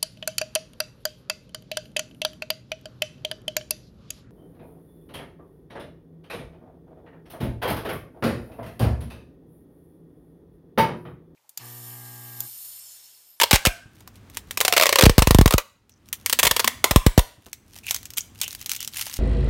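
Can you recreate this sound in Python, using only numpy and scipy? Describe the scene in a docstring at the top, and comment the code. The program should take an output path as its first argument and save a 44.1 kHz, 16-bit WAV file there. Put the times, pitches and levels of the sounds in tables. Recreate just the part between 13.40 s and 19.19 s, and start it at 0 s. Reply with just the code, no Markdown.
"""Sharp cracks tear out in quick volleys as clear packing tape is pulled off a roll on a tiled floor.
The glue fails by stick-slip: each slip is a burst of tiny fractures that rings the taut strip, and the
hardest send a dispersive bending wave along it, heard as a falling thump. Around and after the pulls
the loose film ticks, rustles and squeaks in the fingers as creases snap and skin drags on it. The roll
bumps dully against the feet, tiles and walls return a dense echo, and a low murmur dips and swells back."""
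import sys
import numpy as np
from scipy import signal
from scipy.fft import rfft, irfft
from scipy.io import wavfile

SR = 44100
rng = np.random.default_rng(int(sys.argv[2]) if len(sys.argv) > 2 else 0)


def output_pcm(signal):
    """Save a mono or channel-first signal as 16-bit PCM at the path in sys.argv[1].

    Samples are clipped to [-1, 1] before scaling.
    """
    pcm = np.clip(np.atleast_2d(signal).T, -1, 1) * 32767
    wavfile.write(sys.argv[1], SR, np.round(pcm).astype(np.int16))


N = 255331
TIME = np.arange(N) / SR


def gain_of(db):
    """Logarithmic level: 20 dB is a factor of ten in amplitude."""
    return 10 ** (np.asarray(db) / 20)


def evened(x):
    """Power normalisation: scales a signal to rms 1."""
    return x / np.sqrt(np.mean(x ** 2) + 1e-20)


def read(points, hz):
    """Constant-ratio hearing: interpolates a spectrum table on a logarithmic frequency axis."""
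    table_hz, value = np.transpose(points)
    return np.interp(np.log(hz + 1), np.log(table_hz + 1), value)


def add(mix, s, sound):
    """Superposition: sums a sound into the mix, in place, at time s."""
    part = mix[max(round(s * SR), 0):][:len(sound)]
    part += sound[:len(part)]


def colour(x, points, size=4096):
    """Minimum-phase filtering: a causal filter with the given spectrum keeps attacks sharp."""
    log_gain = np.log(gain_of(read(points, abs(np.fft.fftfreq(size, 1 / SR)))))
    # the phase of a minimum-phase filter is the Hilbert transform of its log gain
    spectrum = np.exp(np.conj(signal.hilbert(log_gain)))
    taps = np.fft.ifft(spectrum).real
    return signal.oaconvolve(x, taps[:size // 2])[:N]


def resonate(x, hz, width_hz):
    """Damped resonance of peak gain 1: shifts the curve hz to zero, smooths, and shifts back."""
    turn = np.exp(2j * np.pi * np.cumsum(hz) / SR)
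    r = np.exp(-np.pi * width_hz / SR)
    smoothed = signal.lfilter([1 - r], [1, -r], x / turn + 1e-18)
    return 2 * (turn * smoothed).real


def slips(rise_s=0.000086, sag_db=4, fall_s=0.0033, flutter_db=-16, flutter_fall_s=0.015, size=2048):
    """Stick-slip fracture: the glue fails across the width of the tape, then the film shivers briefly."""
    # slips of the peel line: (time [s], relative level [dB], length [s])
    slip_table = [(0.0, -13, 0.0013), (0.0129, -15.5, 0.0095), (.033, -13, 0.0062), (0.11, -13, 0.0069),
                  (0.1292, -14, 0.0083), (0.1395, -18.5, 0.016), (0.1589, -9, 0.0012), (0.252, -10, 0.0019),
                  (0.26, -13.5, 0.0035), (.2693, -14, 0.0025), (0.971, -20, 0.0014), (1.1095, -22, 0.0014),
                  (1.1731, -13.5, 0.0012), (1.2038, -11, 0.00098), (1.2112, -10, 0.0021),
                  (1.2496, -11, 0.0025), (1.2803, -9, .002), (1.3246, -7.5, 0.00093),
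                  (1.3356, -15.5, 0.0022), (1.3651, -14.5, 0.0068), (1.3779, -10, 0.0028),
                  (1.3982, -10, 0.0014), (1.411, -11, 0.0021), (1.4224, -15, 0.0059), (1.4338, -7, 0.00096),
                  (1.457, -11, 0.0013), (1.4662, -10.5, 0.0016), (1.492, -7.5, 0.00081),
                  (1.526, -10, 0.0018), (1.5573, -8.5, 0.0017), (1.586, -13, 0.0091), (1.61, -11.5, 0.0035),
                  (1.623, -11.5, 0.004), (1.637, -7.5, 0.0013), (1.655, -14.5, 0.0097),
                  (1.6952, -14.5, 0.0024), (1.781, -6, 0.0012), (1.7902, -14.5, 0.0035),
                  (1.8216, -9, 0.0024), (1.8716, -6.5, 0.00066), (1.908, -8.5, 0.0023),
                  (1.9465, -10.5, 0.0014), (1.986, -10.5, 0.00094), (2.0119, -12.5, 0.0017),
                  (2.0585, -13, 0.0031), (2.0775, -16.5, 0.0031), (2.1083, -13, 0.0017),
                  (2.1242, -15, 0.0013), (2.1374, -13.5, 0.0023), (2.1805, -11.5, .0025),
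                  (2.7285, -14.5, 0.00094), (2.8613, -11, 0.0013), (2.8967, -14.5, 0.0018),
                  (2.9272, -12.5, 0.0045), (2.989, -15.5, 0.012), (3.0301, -15, 0.013),
                  (3.0502, -16.5, 0.01), (3.0677, -14.5, 0.0089), (3.1106, -13.5, 0.0052),
                  (3.1642, -15, 0.0031), (3.1946, -17.5, 0.0094), (3.2438, -14, 0.0023),
                  (3.276, -11.5, 0.0032), (3.4415, -8, .0035), (3.5098, -15, 0.0053), (3.56, -9, 0.0025),
                  (3.6638, -14, 0.0036), (3.777, -15.5, 0.0056), (3.7917, -16, 0.0034)]
    # colour that the roll gives to each crack: (frequency [Hz], gain [dB])
    roll_colour = [(100, 1.5), (300, 0), (550, 1), (800, -5.5), (1050, 0), (1500, -4.5), (1900, 0),
                   (2800, 1.5), (3500, -0.5), (5500, -0.5), (9500, -0.5), (10400, -3.5), (11600, -0.5),
                   (15500, -2)]
    out, t = np.zeros(N), np.arange(size) / SR
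    flutter = gain_of(flutter_db) * np.exp(-t / flutter_fall_s)
    for s, db, length in slip_table:
        length, pull = max(length, 1 / SR), pull_at(s)
        running = gain_of(-sag_db * np.minimum(t / length, 1))
        running = running * np.exp(-np.maximum(t - length, 0) / fall_s)
        shape = (1 - np.exp(-t / rise_s)) * np.hypot(running, flutter)
        burst = crack(shape, pull["body_db"], pull["sizzle_db"], grain_db=3.5)
        # longer slips release more energy
        add(out, s, gain_of(db) * np.sqrt(length * SR) * burst)
    return gain_of(1.98) * colour(out, roll_colour)


def crack(shape, body_db, sizzle_db, grain_db):
    """Fracture noise: a volley of uneven micro-fractures under an envelope, in three bands; energy 1."""
    # body, middle and sizzle bands: (lower edge [Hz], upper edge [Hz])
    crack_bands = [(400, 1400), (1400, 5500), (5500, 17000)]
    out = np.zeros(len(shape))
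    # each random strength holds for 8 samples
    grain = np.repeat(rng.standard_normal(len(shape)), repeats=8)[:len(shape)]
    sizes = shape * gain_of(grain_db * grain)
    for edges, db in zip(crack_bands, (body_db, 0, sizzle_db)):
        volley = sizes * rng.standard_normal(len(shape))
        band = signal.lfilter(*signal.butter(2, edges, "bandpass", fs=SR), volley)
        out += gain_of(db) * evened(band)
    # a reflection from the edge of the film interferes, so each crack is coloured differently
    delay_s = rng.uniform(0.00018, 0.0009)
    add(out, delay_s, 0.18 * rng.choice([-1, 1]) * out)
    return out / np.linalg.norm(out)


def pull_at(t):
    """Tension and free length set the pitch: the strip tightens and glides during the latest pull."""
    # pulls of the hand: (start [s], length [s], time to tighten [s], first pitch [Hz], last pitch [Hz],
    # first ring [dB], last ring [dB], strip body [dB], crack body [dB], crack sizzle [dB], echo [dB])
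    pull_table = np.array([(-0.02, .32, .01, 974, 674, 5.5, 0, 0, -6, -2, -2),
                           (0.939, 0.44, 1, 968, 697, -3, 7.5, -12, 6.5, -2.5, 0),
                           (1.293, 0.38, .01, 739, 480, 10.5, 4.5, 0.5, -5.5, -3, -2.5),
                           (1.752, 0.42, 0.0075, 885, 1280, -9.5, 0.5, -7, 1, 1, -7),
                           (2.712, 0.84, 0.35, 964, 1090, -14.5, -12.5, 1, -4.5, 1.5, -.5),
                           (3.39, 0.4, 0.0077, 1094, 936, -5, -10, -2.5, .5, 1.5, 0.5)])
    now = pull_table[np.maximum(np.searchsorted(pull_table[:, 0], t, "right") - 1, 0)]
    (start, length, tighten, first_hz, last_hz, first_ring, last_ring,
     strip_db, body_db, sizzle_db, echo_db) = now.T
    slack = np.clip(1 - (t - start) / tighten, 0, 1)
    progress = np.clip((t - start) / length, 0, 1)
    # a slack strip cracks thinner and brighter, with weaker broad strip modes; the echo, too, starts lower in
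    # these # pulls and grows as they go on
    return dict(pitch=first_hz * (last_hz / first_hz) ** progress,
                ring_db=first_ring + (last_ring - first_ring) * progress,
                strip_db=strip_db - 11 * slack, echo_db=echo_db - 7.5 * slack,
                body_db=body_db - 17.5 * slack, sizzle_db=sizzle_db + 5 * slack)


def strip(cracks, pull, ring_width_hz=30):
    """Forced modal vibration: cracks shake the taut strip, whose narrow lowest note outlasts them."""
    # broad modes of the strip: (multiple of its pitch, width [Hz], relative level [dB])
    mode_table = [(0.998, 219, -3), (1.851, 271.4, -4.5), (3.252, 392, -7.5)]
    body = sum(gain_of(db) * resonate(cracks, k * pull["pitch"], width) for k, width, db in mode_table)
    ring = resonate(cracks * gain_of(pull["ring_db"]), pull["pitch"], ring_width_hz)
    return gain_of(pull["strip_db"]) * body + ring


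def twangs(spread=.03, count=9):
    """Free decay of close modes: held tight after a slip, the tape rings on in beating clusters."""
    # notes left singing in the tape: (time [s], centre [Hz], onset level [dB], 60 dB decay time [s])
    twang_table = [(0.018, 933, -15, 0.12), (0.15, 1610, -37.5, 0.65), (0.27, 1546, -34, 0.48),
                   (.27, 694, -25.5, 0.23), (0.269, 2400, -29.5, 0.22), (1.211, 1040, -30.5, 0.3),
                   (1.281, 718, -27, 0.37), (2.18, 1163, -33, 0.22), (2.927, 232, -38.5, 0.42),
                   (3.195, 700, -29, .1), (3.248, 243, -32, 0.27), (3.444, 1040, -25, .22)]
    out, t = np.zeros(N), np.arange(SR // 2) / SR
    for s, hz, db, t60 in twang_table:
        mode_hz = hz * (1 + spread * rng.standard_normal(count))
        cluster = sum(np.sin(2 * np.pi * (f * t + rng.random())) for f in mode_hz)
        add(out, s, gain_of(db - 60 * t / t60) * cluster / np.sqrt(count))
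    return out


def whips(lead_s=0.00025, rise_s=0.00047, fall_s=0.02, low_hz=38, size=6000):
    """Bending-wave dispersion: high frequencies arrive first, and the pitch falls to a thump."""
    # hard slips that whip the strip: (time [s], relative level [dB])
    whip_table = [(0.132, -8), (0.269, -12), (1.6335, -5), (1.6654, -0.8), (1.696, -10), (1.781, -2.5),
                  (1.8205, -10), (1.873, -8), (1.9078, -7), (1.948, -3), (1.988, -1.5), (2.0118, -5),
                  (2.0588, -5), (2.1404, -7.5), (3.04, -26), (3.064, -26), (3.1103, -27), (3.5103, -17),
                  (3.56, -2.5), (3.6646, -3.5), (3.778, -2.5)]
    out, t = np.zeros(N), np.arange(size) / SR
    shape = (1 - np.exp(-t / rise_s)) * np.exp(-t / fall_s)
    for s, db in whip_table:
        # logarithmic phase: the frequency falls as 1 / (t + lead_s)
        turns = rng.uniform(0.3744, 0.494) * np.log1p(t / lead_s)
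        add(out, s, -gain_of(db + 3.0) * shape / shape.max() * np.sin(2 * np.pi * turns))
    return signal.lfilter(*signal.butter(2, low_hz, "highpass", fs=SR), out)


def crinkles(rise_s=0.00083, fall_s=.0012, shiver_db=-20, shiver_fall_s=0.0092, sizzle_db=-2.2, size=1500):
    """Snap-through buckling: creases in the loose film flip over, each a short bright tick."""
    # single crinkles that stand out, loud ones and faint ones in quiet moments:
    # (time [s], relative level [dB], body relative to the middle band [dB])
    crinkle_table = [(.607, -27, 8), (.6754, -17.5, 8), (0.899, -29.5, -3), (2.4947, -35, -13),
                     (2.6872, -28.5, -10), (4.064, -25, 4), (4.13, -13, -10), (4.363, -20.5, 4.5),
                     (4.5087, .5, -3), (4.5447, -5.5, -7), (4.562, -12.5, -11), (4.63, -23, -5),
                     (4.6552, -17.5, -21), (4.704, -20, -25), (4.736, -22, -16), (4.7813, -2.5, -26),
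                     (5.014, -1.5, -12), (5.033, -10, -5), (5.042, -14.5, -5), (5.0791, -12.5, -4),
                     (5.1287, -17.5, -11), (5.1493, -14, -9), (5.2132, -18, -9), (5.2603, -10, -10),
                     (5.2941, -7, -17), (5.316, -3.5, -10), (5.3518, -15, -23), (5.363, -13, -25),
                     (5.4042, -12, -25), (5.4274, -12.5, -22), (5.447, -14.5, -16), (5.4759, -10.5, -14),
                     (5.611, -9.5, -23), (5.667, -10.5, 5), (5.697, -16.5, 1), (5.7398, -13.5, -25),
                     (5.7688, -20.5, -24)]
    # colour of the ticks: (frequency [Hz], gain [dB])
    tick_colour = [(200, -31.5), (700, -9), (1600, -7), (2800, -1.0), (4500, -1.5), (6300, 5.5),
                   (9500, 2.5), (10400, 0), (12000, 4.5), (16000, 2.5)]
    out, t = np.zeros(N), np.arange(size) / SR
    shiver = gain_of(shiver_db) * np.exp(-t / shiver_fall_s)
    shape = (1 - np.exp(-t / rise_s)) * np.hypot(np.exp(-t / fall_s), shiver)
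    for s, db, body_db in crinkle_table:
        tick = crack(shape, body_db, sizzle_db, grain_db=3.0)
        add(out, s, gain_of(db) * np.linalg.norm(shape) * tick)
    return gain_of(-3.0) * colour(out, tick_colour)


def rustle(ticks_per_s=280, spread_db=5, fall_s=0.0011, relative_width=1.0, hiss_db=-11, count=7):
    """Random impulse excitation: sliding film scatters small ticks, pitched by crease, over faint hiss."""
    # range of pitches at which creases of different sizes ring: (lowest [Hz], highest [Hz])
    crease_range = (2000, 14000)
    # colour of the sliding film: (frequency [Hz], relative density [dB per Hz])
    film_colour = [(200, -34), (500, -36), (700, -13), (1500, -10), (2000, -5), (2800, -1.5), (4500, -3.5),
                   (6300, -2), (8000, -7), (9500, -0.5), (10400, -8), (12000, -2), (16000, -9)]
    ticks = np.zeros(N)
    for hz in np.geomspace(*crease_range, count):
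        snaps = scatter(N, ticks_per_s / count, spread_db, fall_s) * rng.standard_normal(N)
        ticks += resonate(snaps, np.full(N, hz), relative_width * hz) + gain_of(-4.0) * snaps
    grains = evened(ticks) + gain_of(hiss_db) * rng.standard_normal(N)
    return sliding() * evened(colour(grains, film_colour))


def sliding():
    """Amplitude modulation: each slide through the fingers swells and fades in one arch."""
    # slides of the film: (start [s], length [s], peak level [dB])
    slide_table = [(0.496, 0.17, -57), (0.722, 0.083, -59), (.9, 0.12, -49.5), (1.056, 0.14, -50),
                   (2.64, 0.074, -59.5), (2.75, 0.14, -57), (3.983, 0.18, -58), (4.218, 0.34, -53),
                   (4.352, 0.053, -45.5), (4.429, 0.19, -34), (4.767, 0.03, -25.5), (4.93, 0.14, -45),
                   (5.052, .12, -40.5), (5.168, .1, -41.5), (5.284, 0.1, -30.5), (5.404, 0.058, -42),
                   (5.502, 0.19, -28.5), (5.595, 0.14, -38), (5.667, 0.14, -35.5)]
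    out = np.zeros(N)
    for s, length, db in slide_table:
        add(out, s, gain_of(db) * np.hanning(round(length * SR)))
    return out


def rubs(relative_width=0.24, slips_per_s=380, spread_db=8.0, fall_s=0.00165):
    """Frictional stick-slip: skin drags in tiny slips and shakes a patch of film into a fuzzy squeak."""
    # fingers dragging on the film: (start [s], length [s], pitch [Hz], level [dB])
    rub_table = [(2.495, 0.1, 5890, -63.5), (4.43, 0.125, 2560, -37.5), (4.753, 0.071, 6600, -33.5),
                 (5.003, 0.1, 2800, -37.5), (5.174, 0.056, 3280, -49), (5.384, 0.07, 3050, -40)]
    out = np.zeros(N)
    for s, length, hz, db in rub_table:
        pitch = np.full(round(length * SR), hz)
        width_hz = relative_width * hz
        drag = scatter(len(pitch), slips_per_s, spread_db, fall_s) * rng.standard_normal(len(pitch))
        squeak = resonate(resonate(drag, pitch, width_hz), pitch, width_hz)
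        arch = np.sin(np.linspace(0, np.pi, len(pitch)))
        add(out, s, gain_of(db) * evened(squeak) * arch)
    return out


def scatter(size, per_s, spread_db, fall_s):
    """Shot process: random tiny slips of uneven strength, each decaying exponentially; rms 1."""
    strengths = gain_of(spread_db * np.minimum(rng.exponential(1, size), 3.5))
    impulses = strengths * (rng.random(size) < per_s / SR)
    return evened(signal.lfilter([1], [1, -np.exp(-1 / (SR * fall_s))], impulses))


def bumps(fall_s=0.0069, size=4000):
    """Heavily damped impact: the roll shifts against the feet in dull, ringless pushes."""
    # soft bumps: (time [s], level [dB], upper frequency [Hz])
    bump_table = [(0.454, -44, 147), (2.347, -60.5, 151), (3.978, -51, 180), (4.062, -46, 617)]
    out, t = np.zeros(N), np.arange(size) / SR
    for s, db, top_hz in bump_table:
        push = evened(signal.lfilter(*signal.butter(2, top_hz, fs=SR), rng.standard_normal(size)))
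        add(out, s, gain_of(db) * push * t / fall_s * np.exp(1 - t / fall_s))
    return out


def room(x, delay_s=0.0048, size=256, shift_hz=7, count=3):
    """Diffuse reverberation: dense reflections from tiles and walls, each band dying at its own speed."""
    # decay of the tiled room: (frequency [Hz], 60 dB decay time [s])
    decay_table = [(150, .3), (500, .38), (1500, .43), (4000, .43), (9000, .39), (16000, .3)]
    # strength of its echo: (frequency [Hz], level [dB])
    echo_table = [(100, -22), (500, -16), (1500, -14.5), (4000, -15.5), (9000, -16), (16000, -17)]
    out = np.zeros(N)
    for k in range(count):
        hz, t, z = signal.stft(rng.standard_normal(SR), SR, nperseg=size)
        decay = gain_of(-60 * t / read(decay_table, hz)[:, None])
        band_energy = SR * np.mean(decay ** 2, axis=1, keepdims=True)
        decay *= gain_of(read(echo_table, hz))[:, None] / np.sqrt(band_energy)
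        tail = signal.istft(z * decay, SR, nperseg=size)[1]
        # the tape moves, so the pattern of reflections keeps changing
        share = np.sqrt(2 / count) * np.cos(np.pi * (shift_hz * TIME + k / count))
        response = np.r_[np.zeros(round(delay_s * SR)), tail]
        out += signal.fftconvolve(x * share, response)[:N]
    return out


def floor():
    """Spectrally shaped noise: the low murmur of the room, which dips after loud pulls and swells back."""
    # spectrum of the quiet room: (frequency [Hz], relative density [dB per Hz])
    air_colour = [(20, -18.5), (45, -1.5), (80, 2.5), (105, 4.5), (140, -6.5), (220, -4), (330, -10.5),
                  (600, -19.5), (1200, -20.5), (2500, -26), (6000, -34), (16000, -41.5)]
    # the murmur as heard, dipping after loud pulls and swelling back: (time [s], level [dB])
    air_level = [(.3, -57.5), (.9, -48.5), (1.6, -51), (2.3, -67), (2.6, -58), (2.85, -50.5), (3.4, -48.5),
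                 (3.95, -61), (4.5, -52), (5.79, -53)]
    spectrum = rfft(rng.standard_normal(N)) * gain_of(read(air_colour, np.fft.rfftfreq(N, 1 / SR)))
    air = irfft(spectrum, N)
    return evened(air) * gain_of(np.interp(TIME, *np.transpose(air_level)))


def scene():
    """Direct and reverberant fields add: the tape and its echo; the whips are felt only near the strip."""
    cracks, pull = slips(), pull_at(TIME)
    peel = gain_of(0.5) * cracks + gain_of(2.5) * strip(cracks, pull) + twangs()
    film = crinkles() + rustle() + rubs()
    # the loose film sends a fixed share into the room
    echo = room(gain_of(pull["echo_db"]) * peel + gain_of(-2.5) * film)
    return (peel + film + echo + whips() + bumps() + floor())[None]


def record(dry, low_hz=30, ceiling=1.05, order=6, edge_hz=16050):
    """Transducer limits: the microphone drops deep bass and rounds loud peaks; then the band limit."""
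    thinned = signal.lfilter(*signal.butter(2, low_hz, "highpass", fs=SR), dry)
    rounded = thinned / (1 + abs(thinned / ceiling) ** order) ** (1 / order)
    band_limit = signal.firwin(255, edge_hz, window=("kaiser", 8), fs=SR)
    return signal.oaconvolve(rounded, band_limit[None], "same")


dry = scene()
out = record(dry)
output_pcm(out)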